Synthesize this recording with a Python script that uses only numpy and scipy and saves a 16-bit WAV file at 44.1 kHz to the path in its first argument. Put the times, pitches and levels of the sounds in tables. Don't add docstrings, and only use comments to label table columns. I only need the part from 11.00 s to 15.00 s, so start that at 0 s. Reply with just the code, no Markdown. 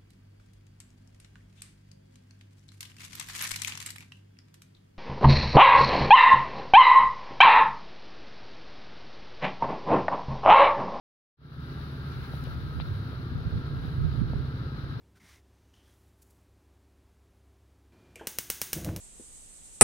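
import sys
import numpy as np
from scipy import signal
from scipy.fft import rfft, irfft
from scipy.io import wavfile
from scipy.ndimage import uniform_filter1d

SR = 44100
rng = np.random.default_rng(int(sys.argv[2]) if len(sys.argv) > 2 else 0)


def master(y):
    cut = np.clip(np.atleast_2d(y).T, -1, 1)
    pcm = np.round(cut * 32767)
    wavfile.write(sys.argv[1], SR, pcm.astype(np.int16))


N = 176400
FIRING_HZ, SPEED_DRIFT = 33.64, .003


def exhaust(t, firings, gas_db=-38.5, side_db=-13, fan_hz=72.5, fan_db=-41.5):
    # frequency in Hz, relative level in dB.
    puff_spectrum = [(20, -12.5), (35, -4.5), (70, -4.5), (125, 0), (160, -2.5), (205, -9), (245, -7.5),
                     (285, -10.5), (345, -12.5), (450, -17.5), (650, -31), (1000, -37.5), (2000, -69)]
    # multiple of the firing rate, level in dB before the rumble's rise and fall.
    pipe_tones = [(1, -57.5), (1.5, -54), (2, -53), (3, -49), (3.5, -45.5), (4, -40), (4.5, -44.5),
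                  (7.5, -54.5)]
    # time in seconds, gain in dB.
    rumble_ride = [(.6, -0.5), (1.5, -2), (2.2, 0), (2.6, 1), (3.2, 1), (3.6, 1), (4, -0.5)]
    puff_size = undb(rng.standard_normal(256))[firings.astype(int)]
    puffs = puff_size * np.exp(-(firings % 1))
    mid, side = colour(puffs * rng.standard_normal((2, N)), puff_spectrum)
    gas = undb(gas_db) * (mid + undb(side_db) * side * np.array([[1], [-1]]))
    hum = 0
    for multiple, db in pipe_tones + [(fan_hz / FIRING_HZ, fan_db)]:
        amplitude = np.sqrt(2) * undb(db + waver(6.22))
        hum = hum + amplitude * np.sin(2 * np.pi * (multiple * firings + rng.random()))
    return (gas + hum) * curve(t, rumble_ride) * ports(left_db=-.4, right_db=-.44)


def engine_bay(t, firings, throb_depth=.05, flicker_db=.65, direct_below_hz=1760, treble_hz=6860):
    # frequency in Hz, relative level in dB.
    left_spectrum = [(300, 2.5), (700, -4.5), (1000, -2.5), (1350, 4), (1620, 1.5), (1850, -7.5),
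                     (2450, -13.5), (2900, -8.5), (3400, -8), (3950, -1.5), (5000, -12), (6500, -27.5),
                     (8100, -43), (9200, -34.5), (10200, -24), (11500, -30.5), (14000, -33), (15600, -26)]
    right_spectrum = [(300, -12), (750, -1), (1030, 2.5), (1180, -4.5), (1350, 5), (1620, 2.5),
                      (2100, -3.5), (3000, -9), (3600, -10.5), (4100, -12), (5000, -17.5), (6300, -39),
                      (8100, -51.5), (9200, -41), (10200, -31.5), (12500, -30.5), (14200, -26.5),
                      (15600, -32)]
    # left in dB, right in dB.
    hiss_db = [-47.5, -52]
    # time in seconds, gain in dB.
    treble_ride = [(.5, 4), (.9, 4), (1.1, 4.5), (1.37, 9.5), (1.55, 4.5), (1.95, 5), (2.2, 2), (2.7, 1.5),
                   (2.95, 4), (3.3, 1), (4, 0)]
    # pitch in Hz, rough width in Hz, left level in dB, right level in dB.
    pulleys = [(1177, 14, -61.5, -81.5), (1246, 26, -64, -69), (1277, 18, -57.5, -65),
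               (1354.6, 37, -59, -57), (1386, 14, -64.5, -64), (1410, 38, -65, -73.5),
               (1460, 27, -66, -70.5), (1575, 19, -68, -63), (1618, 74, -61.5, -62.5)]
    turns = firings / 3
    throb = (1 + throb_depth * np.cos(2 * np.pi * turns)) * undb(flicker_db * waver(25.01))
    hz = np.arange(N // 2 + 1) * SR / N
    direct_share = .63 / (1 + (hz / direct_below_hz) ** 10)
    direct = from_left(t, rng.standard_normal(N))
    scattered = rng.standard_normal((2, N))
    air = irfft(np.sqrt(direct_share) * rfft(direct) + np.sqrt(1 - direct_share) * rfft(scattered), N)
    hiss = ports(*hiss_db) * np.array([colour(air[0], left_spectrum), colour(air[1], right_spectrum)])
    treble = signal.sosfiltfilt(signal.butter(4, treble_hz, "high", fs=SR, output="sos"), hiss)
    whirr = 0
    for pitch, width, left, right in pulleys:
        narrow_noise = band(pitch, octaves=width / pitch / np.sqrt(2), channels=1)[0]
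        whirr = whirr + ports(left, right) * from_left(t, narrow_noise)
    return (hiss + treble * (curve(t, treble_ride) - 1) + whirr) * throb


def wind(t, breeze_db=-48, waver_db=3.5):
    # peak time and half length in seconds, left and right level in dB.
    gusts = [(1.18, .04, -38.5, -42), (1.543, 0.16, -38, -40), (1.791, 0.037, -49, -28.5),
             (1.894, 0.043, -38.5, -33), (2.366, 0.033, -27.5, -35.5), (2.473, 0.018, -33.5, -27),
             (2.555, 0.021, -27.5, -20.5), (2.84, 0.11, -43, -31.5), (3.042, 0.048, -29, -20.5),
             (3.207, 0.053, -36, -23), (3.356, 0.053, -33.5, -25), (3.98, .05, -37.5, -50)]
    # frequency in Hz, relative level in dB.
    eddy_spectrum = [(15, -37), (32, 3), (65, 0), (110, 3), (170, -3.5), (260, -23.5), (400, -24.5),
                     (800, -54), (2000, -86)]
    breeze_power = undb(breeze_db + waver_db * waver(8.23)) ** 2
    gust_power = sum((ports(left, right) * swell(t, at, half)) ** 2 for at, half, left, right in gusts)
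    return np.sqrt(breeze_power + gust_power) * colour(rng.standard_normal((2, N)), eddy_spectrum)


def handling(t):
    # time in seconds, pitch in Hz, half length in seconds,
    # left and right envelope peak in dB.
    knocks = [(1.338, 610, 0.00051, -28.5, -36), (1.473, 505, 0.0012, -34.5, -40),
              (1.801, 920, 0.00032, -22, -34), (2.1325, 517, .001, -36, -46),
              (3.219, 170, 0.0021, -37, -10.5), (3.335, 470, 0.00051, -24.5, -29)]
    # time and half length in seconds, centre in Hz, width in octaves,
    # left and right level in dB.
    rubs = [(1.13, 0.012, 3400, 0.55, -58, -63), (1.257, 0.17, 1480, 0.79, -57, -57),
            (1.4404, 0.0017, 4770, 0.38, -53.5, -60), (1.4405, .002, 12000, 0.26, -55, -68),
            (1.458, 0.01, 3100, 0.46, -50, -65), (1.8004, 0.0012, 2790, .2, -36.5, -48),
            (1.807, 0.0032, 3930, .16, -42.5, -62), (1.811, 0.0089, 2330, 0.54, -46, -63),
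            (1.8146, 0.0055, 3960, 0.14, -43.5, -63), (1.823, 0.0012, 3730, 0.21, -51, -63),
            (3.843, .001, 11000, .25, -60, -68)]
    touches = 0
    for at, hz, half, left, right in knocks:
        touches = touches + ports(left, right) * swell(t, at, half) * np.sin(2 * np.pi * hz * (t - at))
    for at, half, hz, octaves, left, right in rubs:
        touches = touches + ports(left, right) * swell(t, at, half) * band(hz, octaves)
    return touches


def boom(t, start_s=1.88, attack_s=.015, hold_s=.09, release_s=.13, level_db=-33):
    age = t - start_s
    envelope = np.clip(age / attack_s, 0, 1) * np.exp(-np.maximum(age - hold_s, 0) / release_s)
    hz = 96 + 40 * age
    tone = np.sqrt(2) * np.sin(2 * np.pi * np.cumsum(hz) / SR)
    return undb(level_db + 1.4 * waver(25)) * envelope * tone


def ticks(t, per_second=6, level_db=-65, scatter_db=3.5, decay_s=.0005):
    hits = (rng.random(N) < per_second / SR) * undb(level_db + scatter_db * rng.standard_normal(N))
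    envelope = signal.lfilter([1], [1, -np.exp(-1 / (decay_s * SR))], hits)
    return envelope * band(hz=12000, octaves=.25) * ports(left_db=0, right_db=-4)


def undb(db):
    return 10 ** (np.asarray(db) / 20)


def unit(x):
    return x / np.sqrt(np.mean(x ** 2, axis=-1, keepdims=True))


def curve(t, rows):
    return undb(np.interp(t, *np.array(rows).T))


def colour(x, points):
    hz, db = np.array(points).T
    f = np.arange(N // 2 + 1) * SR / N
    gain = undb(np.interp(np.log(f + 1), np.log(hz), db))
    return unit(irfft(rfft(x) * gain, N))


def band(hz, octaves, channels=2):
    f = np.arange(N // 2 + 1) * SR / N
    bell = np.exp(-.5 * (np.log2((f + 1) / hz) / octaves) ** 2)
    return unit(irfft(rfft(rng.standard_normal((channels, N))) * bell, N))


def waver(rate_hz):
    hold = int(SR / rate_hz)
    steps = np.repeat(rng.standard_normal(256)[:N // hold + 1], hold)
    return unit(uniform_filter1d(uniform_filter1d(steps, hold), hold)[:N])


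def swell(t, at, half):
    return np.exp(-.5 * ((t - at) / half) ** 2)


def ports(left_db, right_db):
    return undb([[left_db], [right_db]])


def from_left(t, x, lag_s=.0002):
    return np.array([x, np.interp(t - lag_s, t, x)])


def scene():
    t = np.arange(N) / SR
    firings = np.cumsum(FIRING_HZ * (1 + SPEED_DRIFT * waver(3))) / SR
    return exhaust(t, firings) + engine_bay(t, firings) + boom(t) + wind(t) + handling(t) + ticks(t)


def record(dry):
    silence_s, fade_s = .37, .35
    low_cut_hz, high_cut_hz = 41, 15750
    fade = np.clip((np.arange(N) / SR - silence_s) / fade_s, 0, 1) ** 1.01
    thinned = signal.sosfilt(signal.butter(2, low_cut_hz, "high", fs=SR, output="sos"), dry)
    return signal.sosfilt(signal.ellip(10, .2, 80, high_cut_hz, fs=SR, output="sos"), thinned * fade)


dry = scene()
out = record(dry)
master(out)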